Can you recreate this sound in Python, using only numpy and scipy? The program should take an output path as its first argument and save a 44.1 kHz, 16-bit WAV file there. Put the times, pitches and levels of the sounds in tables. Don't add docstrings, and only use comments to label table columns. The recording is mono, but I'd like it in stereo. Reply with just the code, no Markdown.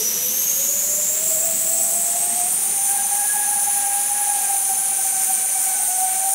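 import sys
import numpy as np
from scipy import signal
from scipy.fft import rfft, irfft, next_fast_len
from scipy.io import wavfile

SR = 44100
rng = np.random.default_rng(int(sys.argv[2]) if len(sys.argv) > 2 else 0)


def undo_db(level):
    steps = np.asarray(level, float) / 20
    return 10 ** steps


def dump_mix(stems):
    frames = np.atleast_2d(stems).T
    limited = np.clip(frames, -1, 1)
    pcm = np.round(limited * 32767).astype(np.int16)
    wavfile.write(sys.argv[1], SR, pcm)


N = 279594
BLADES = 12
HOVER_HZ = 800
LEFT_RIGHT = np.array([[1], [-1]])


def in_time(rows):
    s, *columns = np.transpose(rows)
    return [np.interp(np.arange(N) / SR, s, c) for c in columns]


def at_hz(points, hz):
    point_hz, db = np.array(points)[:, 0], np.array(points)[:, 1]
    return np.interp(np.log(hz + 1), np.log(point_hz), db)


def ramp(start_s, rise_s):
    return np.clip((np.arange(N) / SR - start_s) / max(rise_s, .01), 0, 1)


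def octaves_from_hover(shaft_hz):
    return np.log2(shaft_hz / HOVER_HZ)


def drift(rate_hz):
    step = max(8, int(SR / rate_hz / 30))
    r = np.exp(-2 * np.pi * rate_hz * step / SR)
    coarse = rng.standard_normal(N // 8 + 402)[:N // step + 402]
    slow = signal.lfilter([1], [1, -2 * r, r * r], coarse)[400:]
    return np.interp(np.arange(N) / step, np.arange(len(slow)), slow / slow.std())


def shaft_angle(hz):
    return 2 * np.pi * (np.cumsum(hz) / SR + rng.random())


def tone(angle, rough, rough_hz):
    rough = np.clip(rough, 0, 1)
    in_step = np.sqrt(2 - 2 * rough) + np.sqrt(rough) * drift(rough_hz)
    return in_step * np.cos(angle) + np.sqrt(rough) * drift(rough_hz) * np.sin(angle)


# pitch_hz, side_minus_mid_db (before an even lift of 7.5 dB)
AIR_WIDTH = [(60, -29), (110, -33), (200, -24), (380, -38), (700, -45), (1290, -45), (2380, -61),
             (4400, -26.5), (8120, -26.5), (15000, -30)]


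def air_noise(spectrum, patchy_db):
    size = next_fast_len(N)
    hz = np.fft.rfftfreq(size, 1 / SR)
    mid, side = rfft(rng.standard_normal((2, size))) * undo_db(at_hz(spectrum, hz))
    side = side * undo_db(at_hz(AIR_WIDTH, hz) + 7.5)
    pair, gust, out = np.array([mid + side, mid - side]), drift(3), 0
    top = np.log2(spectrum[-1][0])
    for centre in top - .5 - np.arange(4):
        lowest = -1 if centre > top - 3 else 0
        highest = 1 if centre < top - 1 else 0
        distance = np.clip(np.log2(hz + 1) - centre, lowest, highest)
        band = irfft(pair * np.cos(np.pi / 2 * distance) ** 2)[:, :N]
        out = out + band * undo_db(patchy_db * (.6 * gust + drift(12)))
    return out / out.std()


# pitch_hz, level_db (per Hz)
WASH_SPECTRUM = [(25, -45), (60, -16), (76, -4), (95, -12), (160, -4), (210, 3), (320, -9.5), (400, 0),
                 (520, -23), (800, -22.5)]


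def downwash():
    lift_s, climb_s = 2, 2.6
    level_db = -43.5 - 8.5 * ramp(lift_s, climb_s) + .5 * LEFT_RIGHT
    return undo_db(level_db) * air_noise(WASH_SPECTRUM, patchy_db=2.0)


# pitch_hz, level_db (per Hz)
ROAR_SPECTRUM = [(100, -15.5), (250, -10), (600, 0), (1000, -1.5), (1400, -2), (2300, 0.5), (3300, -1),
                 (4500, -2), (6000, -15)]


def jet_roar():
    octaves = octaves_from_hover(in_time(WING_SPEED)[0])
    roar = undo_db(-37.5 - 0.3 * octaves) * air_noise(ROAR_SPECTRUM, patchy_db=0.76)
    fill_hz, fill_db_per_octave = (880, 1980), 3.5
    middle = signal.sosfilt(signal.butter(1, fill_hz, "band", fs=SR, output="sos"), roar)
    return roar + (undo_db(fill_db_per_octave * octaves) - 1) * middle


# pitch_hz, level_db (per Hz)
HISS_SPECTRUM = [(4000, -38), (5000, -12), (5800, -4), (6600, 2), (8500, 1.5), (11000, 1.5), (13500, -2.5),
                 (16000, -3)]


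def jet_hiss():
    effort_db = in_time(WING_SPEED)[2]
    return undo_db(-23.5 + 0.13 * effort_db) * air_noise(HISS_SPECTRUM, patchy_db=1.0)


def inlet_resonance():
    inlet = sum(tone(shaft_angle(np.full(N, hz)), rough=1, rough_hz=270) for hz in (2950, 3750))
    end_s, fade_s = 0.65, .06
    return undo_db(-44) * (1 - ramp(end_s, fade_s)) * inlet


def duct_whistle():
    speed_share = in_time(WING_SPEED)[0] / HOVER_HZ
    hz = 6298 * speed_share ** 0.14
    main = tone(shaft_angle(hz + 18 * drift(20) + 10.5 * drift(3)), rough=.42, rough_hz=50)
    upper = undo_db(-8) * tone(shaft_angle(1.125 * hz), rough=1, rough_hz=90)
    start_s, rise_s = 2.6, 0.1
    return ramp(start_s, rise_s) * undo_db(-36.5 + 2.0 * drift(25)) * (main + upper)


# start_s, length_s, from_hz, towards_hz, hum_db
TRIM_MOVES = [
    (0, 0.23, 540, 553, -55),
    (1.8, 0.717, 780, 839, -43),
    (2.58, 0.56, 815, 866, -47.5),
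    (4.271, 0.31, 792, 740, -38),
    (5.66, 0.34, 786, 838, -41),
    (6.1, 0.31, 722, 634.3, -41),
]


def trim_fan():
    spool_s, fade_s, sag_hz_per_s = .15, 0.13, 25
    t, group_hz = np.arange(N) / SR, in_time(WING_SPEED)[0]
    shaft_hz, gain, age_s = group_hz.copy(), np.zeros(N), np.zeros(N)
    for start_s, length_s, from_hz, to_hz, hum_db in TRIM_MOVES:
        later = t >= start_s - fade_s
        age_s[later] = t[later] - start_s
        spooling_hz = (from_hz - to_hz) * np.exp(-age_s[later] / spool_s)
        shaft_hz[later] = to_hz + spooling_hz - sag_hz_per_s * age_s[later]
        fade_in = ramp(start_s - fade_s, fade_s)
        fade_out = ramp(start_s + length_s - fade_s, fade_s)
        gain += undo_db(hum_db) * (fade_in - fade_out)
    whine_db = 1 + 52 * np.log2(shaft_hz / group_hz) - 28 * age_s
    angle = shaft_angle(shaft_hz * (1 + 0.000856 * drift(5.9)))
    hum = tone(angle, rough=0.12, rough_hz=11)
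    whine = tone(BLADES * angle, rough=0.25, rough_hz=28.8)
    return gain * (hum + undo_db(whine_db) * whine)


# pitch_hz, level_db
SECOND_ORDER = [(1480, -47), (1530, -44), (1595, -51), (1612, -40.5), (1645, -43), (1670, -36)]
# pitch_hz, level_db
THIRD_ORDER = [(2230, -55), (2295, -44), (2350, -54.5), (2450, -50), (2500, -52)]


def front_pair():
    shaft_hz = in_time(SHAKY_SPEED)[0]
    second_db, third_db = at_hz(SECOND_ORDER, 2 * shaft_hz), at_hz(THIRD_ORDER, 3 * shaft_hz)
    load_s, load_rise_s = 2.45, 0.55
    out = 0
    for offset, share_db in ((-.004, -2), (.006, -5)):
        angle = shaft_angle(shaft_hz * (1 + offset + 0.002065 * drift(4)))
        second = undo_db(second_db + share_db) * tone(2 * angle, rough=.25, rough_hz=26)
        third = undo_db(third_db - 3) * tone(3 * angle, rough=1, rough_hz=55)
        out = out + ramp(load_s, load_rise_s) * (second + third)
    return out


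# start_s, shaft_hz, hum_db
SHAKY_SPEED = [(0, 440, -48), (.3, 501.5, -49), (.6, 555, -44), (1, 602, -45.5), (1.48, 661.5, -31),
               (1.72, 668, -38.5), (2.05, 716.5, -37), (2.42, 718.5, -38.5), (2.62, 770, -52),
               (2.95, 809, -31.5), (3.35, 836.6, -32.5), (3.9, 810, -31), (4.25, 830, -29),
               (4.7, 782, -37.5), (5.15, 770.4, -36.5), (5.65, 768, -36), (5.9, 744.3, -31.5),
               (6.34, 787, -33)]
# peak_s, half_length_s, swell_db
SHAKY_BEATS = [(0.006, 0.041, 13), (0.594, 0.033, 5), (0.992, .05, 7), (1.474, .06, -2.5),
               (1.566, 0.038, -14), (2.161, 0.023, 5.5), (2.437, 0.056, 8.5), (2.606, 0.026, -3),
               (3.301, 0.027, -22), (3.548, 0.038, 2.5), (3.667, 0.038, 2), (4.07, 0.034, -10.5),
               (4.286, .05, 4), (4.559, 0.048, 6.5), (4.68, 0.016, -4), (4.71, 0.021, 7),
               (4.971, 0.01, -15), (4.995, .015, 8.5), (5.029, .012, 0), (5.104, .015, -17),
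               (5.128, 0.014, 9.5), (5.203, 0.023, 6.5), (5.255, 0.026, -28), (5.3, .02, 9),
               (5.357, 0.014, -8), (5.578, 0.024, 8), (5.685, .018, 5), (5.779, 0.034, -10),
               (6.028, 0.054, 7), (6.253, .04, 4)]


def shaky_fan():
    shaft_hz, hum_db = in_time(SHAKY_SPEED)
    t = np.arange(0, N, 32) / SR
    swell_db = sum(db * np.exp(-((t - s) / length_s) ** 2) for s, length_s, db in SHAKY_BEATS)
    hum_db = hum_db + np.interp(np.arange(N) / SR, t, swell_db)
    hunting = .015 * (1 - .85 * ramp(2.5, .5)) * drift(8)
    return undo_db(hum_db) * tone(shaft_angle((.99 + hunting) * shaft_hz), rough=.27, rough_hz=20)


# pitch_hz, level_db
DUCT_RESPONSE = [(11800, -31), (12200, -23.5), (13200, -25), (14300, -31.5), (15700, -28), (16400, -25),
                 (17000, -60)]


def blade_octave():
    shaft_hz, spread, _ = in_time(WING_SPEED)
    level_db = at_hz(DUCT_RESPONSE, 2 * BLADES * shaft_hz) + 1.2 * drift(8)
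    ridge = 0
    for side in (-.15, .2):
        angle = shaft_angle(shaft_hz * (1 + side * spread + .008 * drift(10)))
        ridge = ridge + tone(2 * BLADES * angle, rough=1, rough_hz=430)
    return undo_db(level_db - 3) * ridge


def blade_wakes():
    shaft_hz, _, effort_db = in_time(WING_SPEED)
    level_db = -24.5 + effort_db + 6.5 * octaves_from_hover(shaft_hz)
    return undo_db(level_db) * tone(BLADES * shaft_angle(shaft_hz * .985), rough=0.85, rough_hz=740)


# start_s, mean_shaft_hz, speed_spread (0-1), effort_db
WING_SPEED = [(0, 495, 0.03, 0.5), (.24, 500, 0.03, -2), (.5, 546, .03, 0.5), (1, 597, 0.08, 1.5),
              (1.5, 650, 0.08, 1.5), (2.2, 692.3, 0.09, 1), (2.62, 777, 0.04, 1), (3.05, 784.2, 0.01, 0.5),
              (3.35, 800.6, .05, 1), (3.7, 816.6, 0.02, 1), (4.22, 813.2, 0.02, 0),
              (4.45, 775.4, 0.05, 0.5), (4.8, 809.4, 0.05, 0), (5.17, 768.5, 0.03, 0.5),
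              (5.65, 766.3, .025, 0), (5.85, 752.5, 0.07, -0.5), (6.07, 749.5, 0.03, 0),
              (6.34, 775, 0, 1.5)]
FAN_PLACES = [-1.3, -.75, -.4, -.12, .15, .45, .8, 1.25]


def wing_fans():
    shaft_hz, spread, effort_db = in_time(WING_SPEED)
    hum_db = -41 + 7 * octaves_from_hover(shaft_hz)
    out = np.zeros((2, N))
    for place in FAN_PLACES:
        hunting = spread * (.75 * place + .35 * drift(4)) + .004 * drift(16)
        angle = shaft_angle(shaft_hz * (1 + hunting))
        swell = undo_db(3.0 * drift(14) - 2.5 * abs(place)) / np.sqrt(len(FAN_PLACES))
        hum = undo_db(hum_db) * np.sqrt(2) * np.sin(angle)
        whine = undo_db(-25 + effort_db) * tone(BLADES * angle, rough=.6, rough_hz=60)
        pan_db = 2.2 * np.sin(7 * place) * LEFT_RIGHT
        out += undo_db(pan_db) * swell * (hum + whine)
    return out


def scene():
    air = downwash() + jet_roar() + jet_hiss() + inlet_resonance()
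    single_fans = trim_fan() + front_pair() + shaky_fan()
    return air + duct_whistle() + single_fans + blade_octave() + blade_wakes() + wing_fans()


def band_limit(x):
    return signal.sosfilt(signal.butter(12, 16870, fs=SR, output="sos"), x)


def record(dry):
    peak, cutoff_hz = .65, 15730
    rounded = peak * np.tanh(dry / peak)
    passed = np.fft.rfftfreq(N, 1 / SR) < cutoff_hz
    mix = irfft(rfft(rounded) * passed, N)
    return band_limit(mix)


dry = scene()
out = record(dry)
dump_mix(out)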